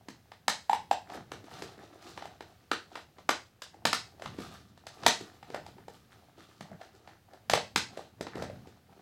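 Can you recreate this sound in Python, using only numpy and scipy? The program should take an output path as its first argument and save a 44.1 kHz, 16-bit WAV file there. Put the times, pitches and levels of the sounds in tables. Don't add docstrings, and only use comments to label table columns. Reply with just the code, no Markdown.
import sys
import numpy as np
from scipy import signal
from scipy.fft import rfft, irfft
from scipy.io import wavfile
from scipy.ndimage import uniform_filter1d

SR = 44100
rng = np.random.default_rng(int(sys.argv[2]) if len(sys.argv) > 2 else 0)


def materialize(psi):
    bounded = np.clip(np.atleast_2d(psi).T, -1, 1)
    quanta = np.round(bounded * 32767).astype(np.int16)
    wavfile.write(sys.argv[1], SR, quanta)


N = 397341


def undb(db):
    return 10 ** (np.asarray(db) / 20)


def unit(x):
    return x / np.sqrt(np.mean(x ** 2))


def gains(table, size):
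    table_hz, table_db = np.transpose(table)
    bin_hz = np.arange(size // 2 + 1) * SR / size
    bin_db = np.interp(np.log(bin_hz + 1), np.log(table_hz), table_db, table_db[0] - 37, table_db[-1])
    return undb(bin_db)


def colour(x, table):
    cepstrum = irfft(np.log(gains(table, size=2048)))
    cepstrum[1:1024] *= 2
    cepstrum[1025:] = 0
    impulse = irfft(np.exp(rfft(cepstrum)))
    return signal.oaconvolve(x, impulse)[:len(x)]


def band(x, lo_hz, hi_hz):
    edges_hz = [lo_hz, min(hi_hz, .45 * SR)]
    return signal.sosfilt(signal.butter(2, edges_hz, "band", fs=SR, output="sos"), x)


def ring(x, hz, width_hz):
    return signal.lfilter(*signal.iirpeak(hz, hz / width_hz, SR), x)


def walk(rate_hz):
    hold = int(SR / rate_hz)
    steps = np.repeat(rng.standard_normal(N // hold + 1), hold)
    return unit(uniform_filter1d(steps, hold)[:N])


def grains(per_s, spread_db, hiss):
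    size_db = spread_db * np.minimum(rng.exponential(size=N), 4)
    hits = rng.random(N) < per_s / SR
    clicks = unit(hits * undb(size_db) * rng.standard_normal(N))
    return clicks + hiss * rng.standard_normal(N)


def crackle(lo_hz, count, per_s, spread_db, hiss):
    edges_hz = lo_hz * 2 ** np.arange(count + 1.)
    return sum(band(grains(per_s, spread_db, hiss), lo, hi) for lo, hi in zip(edges_hz, edges_hz[1:]))


def bursts(peak_s, peak_db, fade_s, rise_s):
    t = np.arange(0, N + 64, 64) / SR
    late_s = t - np.array(peak_s)[:, None]
    drop_db = 20 * np.where(late_s > 0, late_s / np.array(fade_s)[:, None], -late_s / rise_s)
    level_db = np.array(peak_db)[:, None] - drop_db
    gain = np.sqrt(np.sum(undb(level_db) ** 2, axis=0))
    return np.interp(np.arange(N) / SR, t, gain)


def swell(t, peak_s, order=2):
    return (t / peak_s * np.exp(1 - t / peak_s)) ** order


def scatter(chance, ms):
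    nodes = np.arange(len(chance))
    delay_s = np.interp(np.linspace(0, len(chance) - 1, 1025), nodes, chance) * ms / 1000
    phase = -2 * np.pi * np.cumsum(delay_s) * SR / 2048
    return irfft(np.exp(1j * phase))


# (frequency [Hz], relative density [dB])
AIR_SPECTRUM = [(15, 11), (25, -15), (43, -17), (99, 11), (195, -22.5), (516, -9), (734, -16), (2550, -19),
                (4870, -22), (8360, -28), (14800, -27), (16000, -27)]
AIR_DB = -65


def air():
    noise = unit(colour(rng.standard_normal(N), AIR_SPECTRUM))
    return noise * undb(AIR_DB + walk(5.2))


# (peak time [s], rumble level [dB], fade by 20 dB [s])
TUB_JOLTS = [(0.48, -56, .2), (0.75, -62, 1.1), (1.18, -54, .15), (1.34, -52, .15), (1.53, -55, .3),
             (1.63, -54, .3), (2.1, -60, .8), (3.84, -58, .5), (4.27, -47, .2), (4.4, -50, .5),
             (5.07, -46, .09), (5.22, -53.5, .1), (5.5, -56, 1.2), (6.73, -54, .09), (7.53, -41.5, .14),
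             (7.78, -43, .12), (7.9, -57, .6), (8.215, -46, .12), (8.36, -48, .3), (8.43, -46, .35),
             (8.9, -62, .6)]
JOLT_RISE_S, HOLD_DB = .05, -68


def rumble():
    gain = np.hypot(bursts(*np.transpose(TUB_JOLTS), JOLT_RISE_S), undb(HOLD_DB))
    noise = unit(band(band(rng.standard_normal(N), 80, 230), 40, 330))
    return noise * gain * undb(1.5 * walk(14.0))


# (peak time [s], wall rub level [dB], paper rustle level [dB], fade by 20 dB [s])
HAND_STROKES = [(0.065, -63, -88, .16), (0.7, -71, -79, .9), (1.135, -40.5, -53, .09),
                (1.35, -52, -63, .12), (1.47, -56, -65, .15), (1.55, -48, -53, .3), (1.626, -53, -59, .12),
                (1.79, -56, -69, .07), (1.845, -56, -67, .06), (1.93, -56, -66, .15), (2.025, -52, -57, .4),
                (2.095, -49, -52.5, .16), (2.245, -53, -64, .17), (2.494, -66, -69, .2),
                (2.71, -67, -74, .6), (2.973, -45.5, -52.5, .06), (3.188, -61, -69, .12),
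                (3.75, -64, -80, .12), (3.87, -55, -71, .5), (4.25, -52, -57, .3), (4.4, -51, -49, .2),
                (4.5, -60, -63, .35), (4.86, -64, -80, .2), (4.939, -57, -63, .12),
                (5.044, -43.5, -49.5, .28), (5.22, -54, -66, .11), (5.488, -60, -66, .2),
                (5.56, -43, -64, .08), (5.682, -56.5, -62, .07), (5.797, -56, -71, .06),
                (5.941, -67, -64, .13), (6.12, -62, -65, .15), (6.24, -67, -76, .3), (6.39, -63, -63, .4),
                (6.725, -50, -76, .06), (6.815, -55, -64, .2), (6.95, -63, -70, .3),
                (7.089, -54, -64.5, .1), (7.348, -54, -75, .07), (7.9, -58, -72, .3), (7.987, -51, -56, .1),
                (8.256, -55.5, -69, .15), (8.385, -41, -57, .14), (8.521, -57, -68, .2),
                (8.685, -60.5, -68.5, .14), (8.91, -61, -74, .6)]
# (frequency [Hz], relative density [dB])
RUB_SPECTRUM = [(88, -34.5), (150, -20), (354, 0), (522, -10), (735, 1), (1010, -11), (1780, -13),
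                (2500, -23), (3250, -55.5), (5500, -120)]
# (frequency [Hz], relative density [dB])
PAPER_SPECTRUM = [(710, -41), (1200, 0), (1470, -10), (1770, -16), (2650, -12.5), (4170, -12),
                  (12100, -29.5), (15200, -34.5), (16000, -36)]
STROKE_RISE_S = .07
RESTING_RUB_DB, RESTING_PAPER_DB = -74, -88


def hands():
    peak_s, rub_db, paper_db, fade_s = np.transpose(HAND_STROKES)
    jerks = undb(2.5 * walk(45))
    rub = unit(colour(crackle(150., count=4, per_s=220.0, spread_db=4.0, hiss=.3), RUB_SPECTRUM))
    paper = unit(colour(crackle(1000., count=4, per_s=1100., spread_db=3.0, hiss=0.18), PAPER_SPECTRUM))
    rub_gain = np.hypot(bursts(peak_s, rub_db, fade_s, STROKE_RISE_S), undb(RESTING_RUB_DB))
    paper_gain = np.hypot(bursts(peak_s, paper_db, fade_s, STROKE_RISE_S), undb(RESTING_PAPER_DB))
    return jerks * (rub * rub_gain + paper * paper_gain)


# (time [s], pop peak [dB], pop pitch [Hz], crack drive over pop [dB],
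#                thump over pop [dB], thump pitch [Hz], crack tilt, - below and + above 3500 Hz [dB])
WALL_BUCKLES = [(0.085, -36, 790, -6, -1, 270, 4), (0.318, -40.5, 680, -8.5, -25.5, 444, -5),
                (0.481, -14, 727, -4, -20, 294, 3), (0.696, -13, 843, -25, -32, 284, -5),
                (0.731, -12.5, 874, -19, -51, 323, -4.5), (0.912, -12, 764, -19.5, -44, 299, -5.5),
                (1.1, -39.5, 705, -10, -21, 216, -6), (1.174, -45, 444, -13.5, -29, 431, -7),
                (1.318, -33.5, 700, -3.5, -2.5, 347, -1), (1.442, -45.5, 358, -11, -1, 285, 3),
                (1.622, -32, 705, -7.5, -6, 415, 5), (1.779, -44.5, 398, -16, 0, 277, 0),
                (1.925, -48, 335, -50, -40, 335, 0), (2.176, -39.5, 357, -2.5, -28, 353, -5),
                (2.223, -36, 760, -20, -26, 342, -15), (2.255, -34, 750, -13.5, -24, 328, 2),
                (2.316, -49, 740, -20, -15, 280, -10), (2.407, -34, 735, -11.5, -9, 340, -5),
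                (2.715, -19, 1375, -6, -11, 304, -4), (2.955, -32, 810, -7, -25, 452, -5),
                (3.184, -48.5, 355, -5.5, -12, 316, -5), (3.291, -13, 1206, -6, -14.5, 300, -1),
                (3.62, -33, 850, -3.5, -30, 423, 6), (3.743, -44.5, 784, -19.5, -18, 167, 3),
                (3.853, -17.5, 367, 0, -12, 290, 4), (3.93, -19.5, 1390, -3, -13.5, 277, 7),
                (4.197, -40.5, 670, -14.5, -27, 350, 1), (4.221, -32, 694, -9.5, -24, 450, -2),
                (4.259, -32, 820, -10, -19, 144, -9), (4.387, -33, 350, -15.5, 3, 280, -4),
                (4.776, -48, 740, -7, -25, 185, 1), (4.868, -37, 690, -9.5, -18, 140, 11.5),
                (5.034, -43, 1072, 3, -2.5, 436, -4.5), (5.064, -6, 796, -5.5, -22.5, 236, 4.5),
                (5.21, -35.5, 358, -20.5, -27, 318, 14), (5.428, -37, 800, -16, -13, 132, -6.5),
                (5.502, -38.5, 413, -10, -11, 396, -2), (5.545, -25.5, 564, -13, -10, 446, -3),
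                (5.664, -37, 813, -15.5, -27, 404, 8), (5.783, -46.5, 842, -17, -18, 159, -7),
                (5.882, -36.5, 799, -13.5, -2.5, 450, 3.5), (6.608, -35, 589.7, -6.5, -6.5, 161, -0.5),
                (6.715, -40.5, 640, -27.5, -1, 159, 5.5), (6.813, -38, 640, -17.5, -33, 135, -10),
                (7.075, -42, 722, -12.5, -14, 149, -7), (7.334, -44.5, 607, -16, -11.5, 369, 8),
                (7.498, -18, 748, -10, -20, 221, 10), (7.535, -10, 624, -7.5, -34, 213, -1),
                (7.575, -24, 700, -10, -25, 220, -4), (7.76, -14.5, 700, -2.5, -24, 216, 2),
                (7.973, -30, 601, -16, -8.5, 363, 3), (8.21, -26, 559, -11.5, 1.5, 418, 3),
                (8.268, -36.5, 357, -8, -14, 328, -7.5), (8.355, -29.5, 364, -17, -18, 355, -2),
                (8.38, -33.5, 476, -19, -20.5, 450, 3), (8.423, -27.5, 568, -15.5, -8.5, 228, 7.5),
                (8.498, -33, 574, -26.5, -22, 226, -7), (8.672, -44.5, 426, -13.5, -9.5, 406, 4)]
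# (frequency [Hz], relative density [dB])
CRACK_SPECTRUM = [(120, -36), (200, -2.5), (867, 10.5), (1910, 2), (2650, -3), (5040, -3), (5730, -9),
                  (6400, -7.5), (9930, -20.5), (11700, -23), (16000, -37)]
# (frequency [Hz], width [Hz], relative level [dB])
WALL_MODES = [(1750, 500, 4), (2560, 49, 6.5), (3806, 33, 6), (4760, 170, -19), (6596, 51, -10.5),
              (7380, 140, 0)]
CRACK_GAIN_DB = 25.5


def snaps(rise_ms_least=.9, rise_ms_per_db=0.1525, ring_db=-17.0, ring_db_per_ms=5.0, thump_cycles=0.81, ms=6.5):
    low, crisp, tilted, rung = np.zeros((4, N + 2048))
    t = np.arange(2048) / SR
    chances = rng.random((len(WALL_BUCKLES), 2, 110))
    for (s, db, hz, crack_db, thump_db, thump_hz, tilt_db), chance in zip(WALL_BUCKLES, chances):
        rise_ms = rise_ms_least + rise_ms_per_db * max(-crack_db, 0)
        start = int((s - 0.44 * rise_ms / 1000) * SR)
        at = slice(start, start + 2048)
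        pop = swell(t, rise_ms / 1000, order=5) * np.sin(2 * np.pi * hz * t)
        thump = swell(t, thump_cycles / thump_hz) * np.sin(2 * np.pi * thump_hz * t)
        low[at] += undb(db) * pop
        low[at] += undb(db + thump_db) * thump
        crack = .4 * scatter(chance[0], 1) + scatter(chance[1] ** 2, ms)
        crack = undb(db + crack_db) * np.roll(crack, int(s * SR) - start)
        crisp[at] += crack * undb(-tilt_db)
        tilted[at] += crack * (undb(tilt_db) - undb(-tilt_db))
        rung[at] += crack * undb(ring_db + ring_db_per_ms * rise_ms)
    cracks = crisp + signal.lfilter(*signal.butter(1, 3500, "high", fs=SR), tilted)
    modes = sum(undb(db) * ring(rung, hz, width_hz) for hz, width_hz, db in WALL_MODES)
    bright = undb(CRACK_GAIN_DB) * (colour(cracks, CRACK_SPECTRUM) + modes)
    return band(low + bright, 70, 19000)[:N]


# (centre [Hz], time to fall 60 dB [s], relative level [dB])
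TAIL_BANDS = [(150, 0.17, 6), (393, 0.28, -3.5), (1070, 0.27, -8.5), (2530, 0.26, -1), (5560, 0.3, -1),
              (12700, 0.083, 10.5)]
# (delay [ms], level [dB])
REFLECTIONS = [(6, -12), (15.3, -12.5), (17, -15), (23, -25), (37, -21.5)]


def room(x, build_ms=10.25, tail_db=-29.0):
    t = np.arange(SR // 2) / SR
    tail = np.zeros(len(t))
    for hz, t60_s, db in TAIL_BANDS:
        noise = band(rng.standard_normal(len(t)), hz / 1.55, hz * 1.667)
        tail += undb(db - 60 * t / t60_s) * noise
    early = np.zeros(len(t))
    for (ms, db), chance in zip(REFLECTIONS, rng.random((len(REFLECTIONS), 12))):
        early[int(ms * SR / 1000):][:2048] += undb(db) * scatter(chance, 2.512)
    build = 1 - np.exp(-(t * 1000 / build_ms) ** 3)
    answer = band(early, 1000, 8200) + undb(tail_db) * tail * build
    return x + signal.oaconvolve(x, answer)[:N]


def scene():
    return (room(snaps() + hands()) + rumble() + air())[None]


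TOP_HZ = 16200


def record(dry):
    rounded = np.tanh(dry)
    return signal.sosfilt(signal.ellip(12, .2, 95, TOP_HZ, fs=SR, output="sos"), rounded)


dry = scene()
out = record(dry)
materialize(out)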